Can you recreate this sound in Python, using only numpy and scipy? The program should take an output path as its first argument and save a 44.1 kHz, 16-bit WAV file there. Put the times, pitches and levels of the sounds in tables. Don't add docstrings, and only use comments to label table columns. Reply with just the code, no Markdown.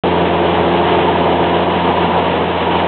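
import sys
import numpy as np
from scipy import signal
from scipy.fft import rfft, irfft, next_fast_len
from scipy.io import wavfile

SR = 44100
rng = np.random.default_rng(int(sys.argv[2]) if len(sys.argv) > 2 else 0)


def output_pcm(signal):
    pcm = np.clip(np.atleast_2d(signal).T, -1, 1) * 32767
    wavfile.write(sys.argv[1], SR, np.round(pcm).astype(np.int16))


N = 126567
TIME = np.arange(N) / SR

BLADE_HZ, JITTER_TURNS = 86.72, 0.006
ROAR_DB, HISS_DB = -16.0, -25.5
ROAR_PULSE, HISS_PULSE = 0.33, 0.14
ROAR_FLUTTER_DB, HISS_FLUTTER_DB, BUFFET_DB = 1.12, 1, 0.44
LOW_ROAR_HZ, LOW_ROAR_DROP_DB = 420, 0.5
THROB_DB, WAVER_DB, HUM_SINK_DB = 2.5, 0.43, 1.5
START_S, DRIVE_DB, PEAK_LIMIT, CUTOFF_HZ = 0.036, 0.01, 1.05, 4650


def from_db(db):
    return 10 ** (np.asarray(db) / 20)


def rms_one(x):
    return x / np.sqrt(np.mean(x ** 2) + 1e-20)


def ramp(middle_s, length_s):
    return np.clip((TIME - middle_s) / length_s + .5, 0, 1)


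def drift(rate_hz):
    step, settle = 40, 2000
    pole = np.exp(-2 * np.pi * step * rate_hz / SR)
    noise = rng.standard_normal(N // step + settle + 2)
    slow = signal.lfilter([1], [1, -2 * pole, pole * pole], noise)[settle:]
    return np.interp(np.arange(N) / step, np.arange(len(slow)), rms_one(slow - slow.mean()))


def coloured(x, spectrum):
    size = next_fast_len(N)
    hz = np.maximum(np.arange(size // 2 + 1) * SR / size, 1)
    points_hz, points_db = np.transpose(spectrum)
    db = np.interp(np.log(hz), np.log(points_hz), points_db)
    return rms_one(irfft(rfft(x, size) * from_db(db), size)[:N])


def resonate(x, hz, width_hz):
    radius = np.exp(-np.pi * width_hz / SR)
    feedback = [1, -2 * radius * np.cos(2 * np.pi * hz / SR), radius * radius]
    return rms_one(signal.lfilter([1, 0, -1], feedback, x))


def prop_wash(turns, depth, sharpness):
    puff = np.exp(sharpness * (np.cos(2 * np.pi * turns) - 1))
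    return rng.standard_normal(N) * (1 + depth * puff)


def windscreen_hiss(turns):
    # (frequency [Hz], relative level [dB])
    spectrum = [(600, -24), (1300, 1), (2000, 0), (2600, -0.3), (2950, 0.5), (3400, -2), (3900, -10.5),
                (4200, -29), (4500, -34)]
    air = coloured(prop_wash(turns, HISS_PULSE, sharpness=0.62), spectrum)
    return air * from_db(HISS_DB + HISS_FLUTTER_DB * drift(rate_hz=12))


def cabin_panels(turns, moved):
    # (pitch [Hz], width [Hz], level at first spot [dB], level at second spot [dB])
    modes = [(816, 45, -30.5, -32), (904, 38, -26.5, -25), (973, 30, -28, -24.5), (1688, 67, -36.5, -39.5),
             (2918, 200, -35.5, -35)]
    out = 0
    for hz, width_hz, first_db, second_db in modes:
        shaking = prop_wash(turns, ROAR_PULSE, sharpness=4) * from_db(THROB_DB * drift(rate_hz=15))
        db = first_db + (second_db - first_db) * moved
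        out = out + from_db(db) * resonate(shaking, hz, width_hz)
    return out


def slipstream_roar(turns, moved):
    # (frequency [Hz], relative level [dB])
    spectrum = [(30, -37), (50, -32.5), (70, -26), (105, -13.5), (150, -8.5), (200, -3), (250, -5.5),
                (320, -1.5), (400, -0.9), (500, -1.9), (620, -3.5), (730, -2), (810, -2.5), (1000, -7),
                (1250, -13), (1500, -25.5), (2200, -34.5), (4000, -56.5)]
    air = coloured(prop_wash(turns, ROAR_PULSE, sharpness=9), spectrum)
    low = signal.sosfiltfilt(signal.butter(2, LOW_ROAR_HZ, fs=SR, output="sos"), air)
    air = air + low * (from_db(-LOW_ROAR_DROP_DB * moved) - 1)
    return air * from_db(ROAR_DB + ROAR_FLUTTER_DB * drift(rate_hz=30))


def engine_drone(turns, moved):
    # (pitch [x blade rate], level at first spot [dB], level at second spot [dB])
    partials = [(1, -29, -30), (1.5, -47.5, -44.5), (2, -24.5, -24), (2.5, -40.5, -44), (3, -30, -31.5),
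                (3.5, -37, -38), (4, -23, -29), (4.5, -33.5, -46), (5, -24.5, -35), (5.5, -48.5, -31.5),
                (6, -32, -38.5), (6.5, -35.5, -37.5), (7, -44.5, -36.5), (7.5, -48.5, -38), (8, -26, -28.5),
                (9, -42.5, -37), (10, -39.5, -43.5), (10.5, -37, -33.5), (11, -35, -36), (12, -39, -43),
                (13, -44, -39.5), (14, -44.5, -44.5), (18, -46, -51.5)]
    out = 0
    for multiple, first_db, second_db in partials:
        waver_db = WAVER_DB * np.sqrt(multiple) * drift(rate_hz=3.7)
        db = first_db + (second_db - first_db) * moved + waver_db
        if multiple == 2:
            db = db - HUM_SINK_DB * ramp(middle_s=2.13, length_s=0.25)
        phase = 2 * np.pi * (multiple * turns + rng.random())
        out = out + np.sqrt(2) * from_db(db) * np.sin(phase)
    return out


def scene():
    # (time [s], level [dB])
    level = [(0, 0.6), (1.1, .5), (1.6, 0), (2.25, 0.53), (2.53, -1.5), (2.72, 1), (2.87, -0.3)]
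    turns = BLADE_HZ * TIME + JITTER_TURNS * drift(rate_hz=6.5)
    moved = ramp(middle_s=1.66, length_s=0.4)
    buffet = from_db(BUFFET_DB * drift(rate_hz=21))
    wind = slipstream_roar(turns, moved) + cabin_panels(turns, moved) + windscreen_hiss(turns)
    overall_gain = from_db(np.interp(TIME, *np.transpose(level)))
    return (overall_gain * (buffet * wind + engine_drone(turns, moved)))[None]


def record(dry):
    rounded = PEAK_LIMIT * np.tanh(from_db(DRIVE_DB) * dry / PEAK_LIMIT)
    treble_cut = signal.cheby2(16, 60, CUTOFF_HZ, fs=SR, output="sos")
    return signal.sosfilt(treble_cut, rounded * (TIME >= START_S))


dry = scene()
out = record(dry)
output_pcm(out)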